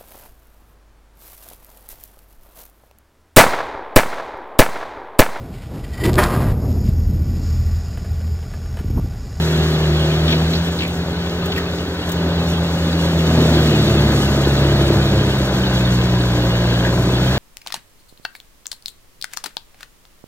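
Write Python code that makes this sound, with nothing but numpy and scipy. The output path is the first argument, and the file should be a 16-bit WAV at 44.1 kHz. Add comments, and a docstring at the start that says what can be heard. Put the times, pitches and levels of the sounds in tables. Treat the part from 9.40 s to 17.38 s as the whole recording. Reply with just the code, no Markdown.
"""A stump grinder chews wood some twenty metres off on open ground. Its engine drones on the firing
orders and sags as the cutter wheel bites; teeth hammer the stump, the hood rings, the machine roars
and hisses, and chips and stones crack, tick and ping off it. Behind it sit another machine's hum and
a deep rumble. The bass is centred, the treble wide, and 8.3-11.2 kHz is heard only in the sides."""
import sys
import numpy as np
from scipy import signal
from scipy.fft import rfft, irfft, next_fast_len
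from scipy.io import wavfile

SR = 44100
rng = np.random.default_rng(int(sys.argv[2]) if len(sys.argv) > 2 else 0)


def store_wav(level_fs):
    """Save 16-bit WAV to argv[1]."""
    pcm = np.round(np.clip(np.atleast_2d(level_fs), -1, 1) * 32767)
    wavfile.write(sys.argv[1], SR, pcm.T.astype(np.int16))


N = 351918

# Tone colour of the deep bed: f/Hz, level/dB
RUMBLE_EQ = [(20, -1.5), (38, 4), (55, 8.5), (90, -18.5)]
# Partials of the far machine: f/Hz, level/dB
HUM_TONES = [(37.5, -50.5), (74.8, -31.5), (104.5, -47), (149.5, -41.5), (274.5, -40.5)]
# Tone colour of the fan and dust: f/Hz, level/dB
FAN_EQ = [(3000, -9), (5300, 3), (5900, 4), (6400, 4.5), (7600, 3.5), (9000, 0), (11000, -5.5), (13800, -2),
          (14600, -4.5), (15600, -33.5)]
# Tone colour of the cutting hiss: f/Hz, level/dB
CUTTING_EQ = [(700, -1), (1300, 2.5), (1650, 7), (2150, 3), (2450, 3.5), (3000, 3), (3700, 6), (4600, 2.5),
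              (4950, 0), (5250, -8), (6200, -8.5), (8000, -17.5)]
# Tone colour of the roar: f/Hz, level/dB
ROAR_EQ = [(25, -43.5), (54, -31), (70, -3.5), (130, 5), (250, 1), (350, 1.5), (600, -2.5), (900, -6.5),
           (1300, -12), (2500, -43.5)]
# Panels and hood ringing in the roar: f/Hz, width/Hz, level/dB against the roar
PANEL_RINGS = [(247.7, 9.9, -16.5), (299.2, 19, -14), (344.6, 43, -18), (550, 26, -23), (577, 26, -24.5),
               (1252.5, 32, -21.5), (1504, 75, -19.5), (1620, 520, -18.5)]
# Small stones off the guard: t/s, level/dB, f/Hz
STONE_PINGS = [(2.615, -26, 3600), (3.5234, -18, 3920), (3.8676, -20, 3700), (4.1274, -21.5, 3560),
               (4.4417, -24, 4060), (4.4725, -13, 3700), (4.8833, -34, 2870), (5.0497, -17.5, 3900),
               (5.5114, -22, 2500), (5.6344, -28, 2520), (5.8102, -34.5, 2730), (6.2147, -29, 3050),
               (6.235, -16.5, 3080), (6.2647, -17, 3850), (6.362, -17, 3850), (6.4494, -15, 3640),
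               (6.7461, -31, 3700), (6.7645, -33, 3390), (6.8067, -18, 3800), (7.1082, -21, 2880),
               (7.1826, -32, 3100), (7.3976, -17.5, 3180), (7.772, -21, 3600)]
# Chips and stones off the wheel: t/s, ring level/dB, ring f/Hz, ring t60/s, spray level/dB
CHIP_CRACKS = [(0.866, -26, 3900, .08, -55), (0.879, -16.5, 3430, 0.079, -48),
               (0.892, -22.5, 3000, .08, -55), (0.903, -18.5, 3240, 0.21, -35),
               (0.924, -20.5, 3820, 0.082, -38.5), (0.928, -18.5, 2350, 0.075, -42.5),
               (0.914, -21.5, 3500, .08, -55), (0.943, -24, 4200, 0.1, -45),
               (1.132, -21.5, 3980, 0.14, -38), (1.151, -23.5, 4500, 0.11, -41),
               (1.387, -25, 3900, 0.18, -43), (1.406, -20, 2900, .06, -37), (1.42, -20, 2410, 0.12, -49),
               (1.432, -25, 2900, 0.073, -55), (1.448, -24.5, 2350, 0.11, -54),
               (1.477, -33, 3370, 0.11, -34), (1.861, -27.5, 3230, 0.065, -50),
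               (1.896, -28.5, 4560, .05, -53), (2.057, -34.5, 3460, 0.11, -31.5),
               (2.118, -30.5, 4470, .05, -46), (2.12, -20.5, 3150, 0.07, -44.5),
               (2.161, -24, 2570, 0.11, -37), (2.176, -21, 1800, 0.12, -30.5),
               (2.385, -25.5, 3790, .04, -55), (2.69, -29, 3320, 0.086, -30),
               (2.717, -26, 3580, 0.039, -26.5), (6.612, -21.5, 3250, 0.072, -48),
               (7.446, -21, 1650, 0.14, -52), (7.462, -25.5, 1620, .15, -53), (7.62, -50, 2786, .1, -36)]
# Sheet metal rung by the engine cycle: f/Hz, width/Hz, level/dB
SHEET_RINGS = [(301.3, 14, -16.5), (537.9, 15, -16.5), (587.5, 14, -18), (660.5, 18, -20.5)]
# Fader ride on that sheet metal: t/s, level/dB against the roar fader
SHEET_SWELL = [(0, 1), (.5, 2.5), (1.1, -1), (1.5, -4.5), (2.4, -1.5), (2.9, 3), (3.4, -1.5), (4.1, 3),
               (4.6, -1.5), (5.4, 2.5), (6.0, -1.5), (6.4, 2.5), (6.7, -1.5), (7.1, 3.5), (7.5, 1),
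               (7.98, 0.5)]
# Short rings of the engine block: f/Hz, width/Hz, level/dB
BLOCK_RINGS = [(1000, 130, -3.5), (1560, 250, -3.5)]
# The engine's ride: t/s, firing f/Hz, effort (drone fader)/dB, third order/dB, upper strong orders' lift/dB
ENGINE_RIDE = [(0.0, 79.95, -21, -34, 3.5), (0.6, 76.95, -20.5, -36, 1), (1.0, 80.03, -20.5, -39, 0),
               (1.2, 83.64, -24, -45, -4), (1.42, 84.96, -29.5, -46, -2.5), (2.15, 86.14, -29.5, -42, 7),
               (2.62, 86.16, -32.5, -41, 4.5), (2.85, 84.18, -23.5, -39, 0), (3.1, 84.03, -23.5, -34, 1),
               (3.4, 83.6, -24.5, -48, -4), (3.68, 83.56, -21.5, -34, -2), (4.0, 79.95, -18.5, -32.5, -1),
               (4.44, 74.2, -19, -33, 1), (4.95, 68.82, -21, -25, -2), (5.35, 69.5, -18.5, -27, 1.5),
               (5.8, 67.8, -21.5, -25.5, 3), (6.14, 64.15, -22.5, -24, -5), (6.5, 60.92, -17.5, -17.5, 1),
               (6.8, 60.37, -19, -23, 1), (7.2, 59.08, -18.5, -22.5, 1), (7.5, 59.9, -18.5, -21, -3),
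               (7.98, 64.64, -20, -24, -4)]
# Orders that carry the drone: multiple of firing
LOUD_ORDERS = [1, 2, 4.5, 5]
# How the exhaust colours those orders: f/Hz, level/dB against the effort
EXHAUST_EQ = [(59, -6), (69, -1.5), (85, 0.5), (115, 0.5), (172, 4.5), (270, -28), (300, -14), (345, -7.5),
              (385, -7.5), (415, -14), (430, -9.5)]
# Quieter orders, uneven cylinders: multiple of firing, level/dB against the effort
SOFT_ORDERS = [(.5, -40), (3.5, -28.5), (4, -20), (5.5, -26.5), (6, -19)]
# Faders for the cutting load, trimmed in each layer: t/s, bite/dB, roar/dB, cutting hiss/dB, fan/dB
LOAD_FADERS = [(0.0, -35.5, -24, -33.5, -51), (0.93, -35.5, -22, -33.5, -51.5),
               (1.16, -35, -25, -34.5, -52), (1.5, -39.5, -26.5, -39.5, -54.5),
               (1.86, -44, -26, -38, -60.5), (2.09, -36.5, -24.5, -37, -56), (2.55, -40, -26.5, -38.5, -58),
               (2.8, -36, -22.5, -36.5, -55.5), (3.4, -35.5, -23.5, -35.5, -53),
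               (3.82, -28, -22, -33.5, -49.5), (3.96, -16, -18.5, -31, -48.5),
               (4.15, -19.5, -19.5, -29.5, -45.5), (4.3, -20, -21, -30.5, -47.5), (4.7, -20, -19, -31, -48),
               (4.95, -23, -20.5, -32.5, -47.5), (5.4, -21.5, -19, -31.5, -49.5),
               (5.8, -21, -22, -32.5, -52.5), (6.1, -29, -20, -33.5, -49.5), (6.5, -29, -22, -33, -51),
               (6.9, -24.5, -22, -34, -51.5), (7.3, -28, -21.5, -33, -52.5), (7.6, -21, -20.5, -35, -51.5),
               (7.98, -26.5, -20, -31, -48.5)]
# How hard the teeth shake the frame: t/s, level/dB against the bite
FRAME_SHAKE = [(0, -1), (1.5, 2), (2.9, -9), (3.6, -3.5), (4.2, -3), (4.6, 1.5), (4.95, -6), (5.3, -0.5),
               (5.8, 0.5), (6.1, -8), (6.5, -4.5), (7.3, -13.5), (7.6, -3), (7.98, -6)]
# Body of a tooth's thud, frame first, then wood and hood: f/Hz, width/Hz, level/dB
THUD_RINGS = [(104.5, 32, 7.5), (246, 16, -15.5), (330, 57, 2.5), (650, 160, -7.5)]
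# Heavy bites into the stump: t/s, peak level/dB
HEAVY_BITES = [(3.787, -15.5), (3.871, -12.5), (3.91, -13), (3.994, -14.5), (4.019, -12), (4.168, -8.5),
               (4.34, -9), (4.473, -7), (4.554, -8), (4.635, -9), (4.714, -9), (4.749, -11), (4.784, -19),
               (4.923, -18), (4.975, -10), (5.071, -3), (5.251, -9), (5.323, -13), (5.412, -4), (5.47, -12),
               (5.504, -4), (5.553, -16), (5.665, -13), (5.733, -10), (5.763, -14.5), (5.814, -9),
               (5.9, -11.5), (6.005, -11), (6.128, -13), (6.168, -11.5), (6.233, -17), (6.426, -17.5),
               (7.043, -16), (7.25, -20), (7.327, -9), (7.472, -12), (7.521, -19), (7.672, -11)]
# Stereo image: f/Hz, side over mid/dB, share of the side tied to the mid, its lead/rad
STEREO_IMAGE = [(40, -45.5, .41, 2.2), (75, -36.5, .8, 4), (140, -32, .8, 2.2), (210, -38.5, .51, -4),
                (410, -20.5, .62, 0), (610, -18.5, .56, 1.3), (800, -6.5, .76, 0.1), (1360, -11.5, .57, 1),
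                (1783, -1.5, 0.93, 1.4), (2430, 6, 0.57, 1), (3300, 7.5, 0.7, 2), (4540, 9, .3, 1.8),
                (5090, 9, 0.3, 1.5), (5400, 0, 1, 1.74), (8270, 3.5, 1, 1.5), (8340, 64.5, .05, -4),
                (11180, 63, .05, -4), (11920, 6, 0.55, -1.56), (15550, -3, .46, -1.5)]

TEETH_PER_FIRING = 1.535


def from_db(db):
    """Decibels to gain."""
    return np.exp(np.asarray(db) * (np.log(10) / 20))


def rms_one(x):
    """Scale to rms 1."""
    return x / np.sqrt(np.mean(x ** 2) + 1e-20)


def in_time(rows):
    """Automation curves, one value per sample."""
    s, *columns = np.transpose(rows)
    return [np.interp(np.arange(N) / SR, s, c) for c in columns]


def at_hz(points, hz):
    """Columns of a table read on a log-frequency axis."""
    at, *columns = np.transpose(points)
    return [np.interp(np.log(hz), np.log(at), c) for c in columns]


def drift(rate_hz):
    """Slow random wobble of rms 1: coarse noise through a double one-pole low-pass."""
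    r = np.exp(-40 * np.pi * rate_hz / SR)
    slow = signal.lfilter([1], [1, -2 * r, r * r], rng.standard_normal(N // 20 + 2002))[2000:]
    return np.interp(np.arange(N) / 20, np.arange(len(slow)), rms_one(slow))


def resonance(x, hz, width_hz):
    """Two-pole peak with gain 1 on top."""
    r = np.exp(-np.pi * width_hz / SR)
    poles = [1, -2 * r * np.cos(2 * np.pi * hz / SR), r * r]
    return signal.lfilter([(1 - r * r) / 2, 0, (r * r - 1) / 2], poles, x)


def steep_ring(x, hz, width_hz):
    """Two matching peaks in series, for steeper skirts."""
    return resonance(resonance(x, hz, width_hz), hz, width_hz)


def coloured(pair, eq):
    """Shape a pair of signals with an EQ curve; rms 1."""
    size = next_fast_len(N)
    hz = np.maximum(np.arange(size // 2 + 1) * SR / size, 1)
    return rms_one(irfft(rfft(pair, size) * from_db(at_hz(eq, hz)[0]), size)[:, :N])


def rumble(level_db=-50.5):
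    """A steady bed of deep noise."""
    return from_db(level_db) * coloured(rng.standard_normal((2, N)), RUMBLE_EQ)


def far_hum():
    """Another machine further off holds a few gently wavering tones."""
    out, t = 0, np.arange(N) / SR
    for hz, db in HUM_TONES:
        gain = np.sqrt(2) * from_db(db + drift(0.64))
        out += gain * np.sin(2 * np.pi * (hz * t + rng.random()) + 0.19 * drift(3.2))
    return out


def hiss(firings, level_db, eq, puff, flicker_db):
    """Fan or cutting noise that flickers and puffs a little with each firing."""
    swell = (1 + puff * np.cos(2 * np.pi * firings)) * from_db(flicker_db * drift(15))
    return from_db(level_db) * coloured(swell * rng.standard_normal((2, N)), eq)


def grit(level_db, low_hz, high_hz, per_s, cycles, clump_db):
    """Flying chips tick in clumps, each ringing briefly at a pitch of its own."""
    at = np.flatnonzero(rng.random(N) < per_s * from_db(clump_db * drift(6.0)) / SR)
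    chance = rng.random((N // 20, 3))[:len(at)]
    hz = low_hz * (high_hz / low_hz) ** ((chance[:, :1] + chance[:, 1:2]) / 2)
    size = from_db(3.8 * np.minimum(-np.log(chance[:, 2:] + 1e-9), 3.0))
    steps = np.arange(int(2 * cycles / low_hz * SR))
    age = np.pi * hz / cycles * steps / SR
    ticks = size * age * np.exp(-age) * np.sin(2 * cycles * age)
    out = np.bincount((at[:, None] + steps).ravel(), ticks.ravel(), N + len(steps))[:N]
    return from_db(level_db) * rms_one(np.array([out, np.roll(out, int(0.0099 * SR))]))


def pings(t60_s=.035):
    """Stones ping off the guard: a short ring and a softer overtone, late on the scattered path."""
    out, t = np.zeros(N), np.arange(int(.1 * SR)) / SR
    envelope = from_db(-60 * t / t60_s) * (1 - np.exp(-t / 0.00057))
    for s, db, hz in STONE_PINGS:
        at = int(s * SR)
        ring = np.sin(2 * np.pi * hz * t) + .5 * np.sin(2 * np.pi * hz * 1.2 * t)
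        out[at:at + len(t)] += (from_db(db) * envelope * ring)[:N - at]
    return np.array([out, np.roll(out, int(0.0065 * SR))])


def cracks(width_share=0.19, crunch_db=-6, spray_t60_s=0.068):
    """Chips crack off the wheel: a ragged ring and a broad crunch, with two bright sprays on top."""
    out, length = np.zeros((2, N)), int(.2 * SR)
    t = np.arange(length) / SR
    attack = 1 - np.exp(-t / 0.00033)
    spray_envelope = attack * from_db(-60 * t / spray_t60_s)
    broad = signal.butter(4, [2000, 4700], "band", fs=SR, output="sos")
    bright = signal.butter(2, [6000, 9500], "band", fs=SR, output="sos")
    brighter = signal.butter(2, [11500, 15000], "band", fs=SR, output="sos")
    for s, ring_db, hz, t60, spray_db in CHIP_CRACKS:
        at, width_hz = int(s * SR), width_share * hz
        grains = rng.standard_normal((2, length))
        splinters = grains * np.abs(grains)    # spiky texture
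        ring = rms_one(resonance(resonance(splinters, hz, width_hz), hz, 2 * width_hz))
        crunch = from_db(crunch_db) * rms_one(signal.sosfilt(broad, splinters[::-1]))
        body = (ring + crunch) * attack * from_db(ring_db - 60 * t / t60)
        spray = rms_one(signal.sosfilt(bright, splinters)) + rms_one(signal.sosfilt(brighter, splinters))
        out[:, at:at + length] += (body + from_db(spray_db) * spray * spray_envelope)[:, :N - at]
    return out


def roar(firings, roar_db):
    """Lumpy, chugging noise of exhaust, wheel and torn wood; shaken panels add wavering rings."""
    # every other firing is stronger
    chug = 1 + 0.17 * np.cos(2 * np.pi * firings) + 0.16 * np.cos(np.pi * firings)
    out = chug * from_db(drift(39)) * coloured(rng.standard_normal((2, N)), ROAR_EQ)
    shake = rng.standard_normal((2, N))
    for hz, width_hz, db in PANEL_RINGS:
        out += from_db(db + 2.5 * drift(3.2)) * rms_one(steep_ring(shake, hz, width_hz))
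    return from_db(roar_db - 1.5) * out


def sheet_metal(firings, roar_db):
    """A pulse every second firing holds all the half orders; sheet metal sings those near its rings."""
    pulses = np.diff(np.floor(firings / 2), prepend=0) * from_db(2.1 * drift(21)) + 1e-18
    rings = sum(from_db(db) * rms_one(steep_ring(pulses, hz, width)) for hz, width, db in SHEET_RINGS)
    return from_db(roar_db + in_time(SHEET_SWELL)[0] + 1.2 * drift(2.6)) * rings


def block_raps(firings, firing_hz, spread_db=3.5, loss_db_per_hz=.5):
    """Hard combustion raps the block once a firing, unevenly, and louder at low speed."""
    out, fired = 0, np.diff(np.floor(firings), prepend=0)
    for hz, width_hz, db in BLOCK_RINGS:
        clicks = fired * from_db(spread_db * rng.standard_normal(N)) * rng.choice([-1, 1], N) + 1e-18
        out += from_db(db) * rms_one(steep_ring(clicks, hz, width_hz))
    return from_db(-35.5 - loss_db_per_hz * (firing_hz - 66)) * out


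def engine(firings, firing_hz, effort_db, third_db, lift_db, bite_db, frame_db):
    """The drone: each order is a sine locked to the crank, wavering in level and phase."""
    smother_db = 0.25 * np.maximum(bite_db + 41, 0)    # a hard bite ducks the upper strong orders
    orders = [(k, effort_db + at_hz(EXHAUST_EQ, k * firing_hz)[0] + (lift_db - smother_db) * (k > 3))
              for k in LOUD_ORDERS]
    orders += [(3, third_db), (2.8, bite_db + frame_db - 4.5)]    # 2.8 labours as the frame shakes
    orders += [(k, effort_db + db) for k, db in SOFT_ORDERS]
    out = 0
    for k, db in orders:
        phase = 2 * np.pi * (k * firings + rng.random()) + 0.06 * np.sqrt(k) * drift(5.5)
        waver_db = 0.55 * drift(25) + (drift(3.3) if k > 2 else 0)
        out += np.sqrt(2) * from_db(db + waver_db) * np.sin(phase)
    return out


def hood_growl(firings, bite_db, hood_hz=245.2, width_hz=22):
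    """A tone at twice the tooth rate growls where it meets a ring of the hood."""
    gain = from_db(bite_db + 0.5 + 6.2 * drift(15))
    tone = gain * np.sin(4 * np.pi * TEETH_PER_FIRING * firings + drift(9))
    return steep_ring(tone, hood_hz, width_hz)


def struck(blows, rings):
    """Each ring's answer to the blows, in alternating polarity."""
    return [from_db(db) * resonance(blows, hz, width) * (-1) ** k
            for k, (hz, width, db) in enumerate(rings)]


def knocks(contact_s=.002):
    """A heavy bite lands as one thud in the wood and hood."""
    click, blows = np.zeros(SR // 8), np.zeros(N)
    contact = np.hanning(int(contact_s * SR))
    click[:len(contact)] = contact
    thud = sum(struck(click, THUD_RINGS[1:]))
    for s, peak_db in HEAVY_BITES:
        blows[int(s * SR)] = from_db(peak_db)
    return signal.fftconvolve(blows, thud / np.abs(thud).max())[:N]


def teeth(firings, bite_db, frame_db, jitter_s=.0004, spread_db=5.0):
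    """The wheel hammers the stump: every tooth hits with its own strength, a little early or late."""
    on_beat = np.flatnonzero(np.diff(np.floor(TEETH_PER_FIRING * firings)))
    timing, strength = rng.standard_normal((len(on_beat), 2)).T
    at = np.clip(on_beat + (jitter_s * SR * timing).astype(int), 0, N - 1)
    blows = np.zeros(N)
    blows[at] = from_db(spread_db * np.clip(strength, -3, 1.3))
    frame, *wood_and_hood = struck(blows, THUD_RINGS)
    body = sum(wood_and_hood)
    return from_db(bite_db + 0.5) * (from_db(frame_db) * frame + body) / np.std(frame + body)


def stereo_spread(pair):
    """Spread a direct and a scattered path over mid and side: bass centred, treble wide."""
    size = next_fast_len(N)
    side_db, tied, lead = at_hz(STEREO_IMAGE, np.maximum(np.arange(size // 2 + 1) * SR / size, 1))
    direct, scattered = rfft(pair, size)
    total = np.sqrt(1 + from_db(side_db) ** 2)
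    mid = irfft(direct / total, size)[:N]
    blend = tied * np.exp(1j * lead) * direct + np.sqrt(1 - tied ** 2) * scattered
    side = irfft(blend * from_db(side_db) / total, size)[:N]
    return np.array([mid + side, mid - side])


def scene():
    """Mix the grinder, its debris and the background, and spread them in stereo."""
    firing_hz, effort_db, third_db, lift_db = in_time(ENGINE_RIDE)
    bite_db, roar_db, cutting_db, fan_db = in_time(LOAD_FADERS)
    frame_db, = in_time(FRAME_SHAKE)
    firings = np.cumsum(firing_hz) / SR    # running count: the grinder's clock
    drone = engine(firings, firing_hz, effort_db, third_db, lift_db, bite_db, frame_db)
    drone += teeth(firings, bite_db, frame_db) + hood_growl(firings, bite_db) + knocks()
    drone += sheet_metal(firings, roar_db) + block_raps(firings, firing_hz) + far_hum()
    slapback = np.roll(drone, int(0.049 * SR))    # off the trees
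    cutting = hiss(firings, cutting_db + 6, CUTTING_EQ, puff=.08, flicker_db=.25)
    fan = hiss(firings, fan_db + 13.5, FAN_EQ, puff=0.057, flicker_db=2.0)
    chips = grit(cutting_db - 0.5, low_hz=2400, high_hz=4712, per_s=240, cycles=61, clump_db=4.0)
    chips += grit(fan_db + 7, low_hz=5900, high_hz=14500, per_s=700, cycles=14, clump_db=4.5)
    wash = rumble() + roar(firings, roar_db) + cutting + fan
    return stereo_spread(np.array([drone, slapback]) + wash + chips + cracks() + pings())


def record(dry):
    """Soft-clip the peaks, then cut the top steeply."""
    high_cut = signal.ellip(16, 1, 80, 15790, fs=SR, output="sos")
    return signal.sosfilt(high_cut, 1.3 * np.tanh(dry / 1.3))


dry = scene()
out = record(dry)
store_wav(out)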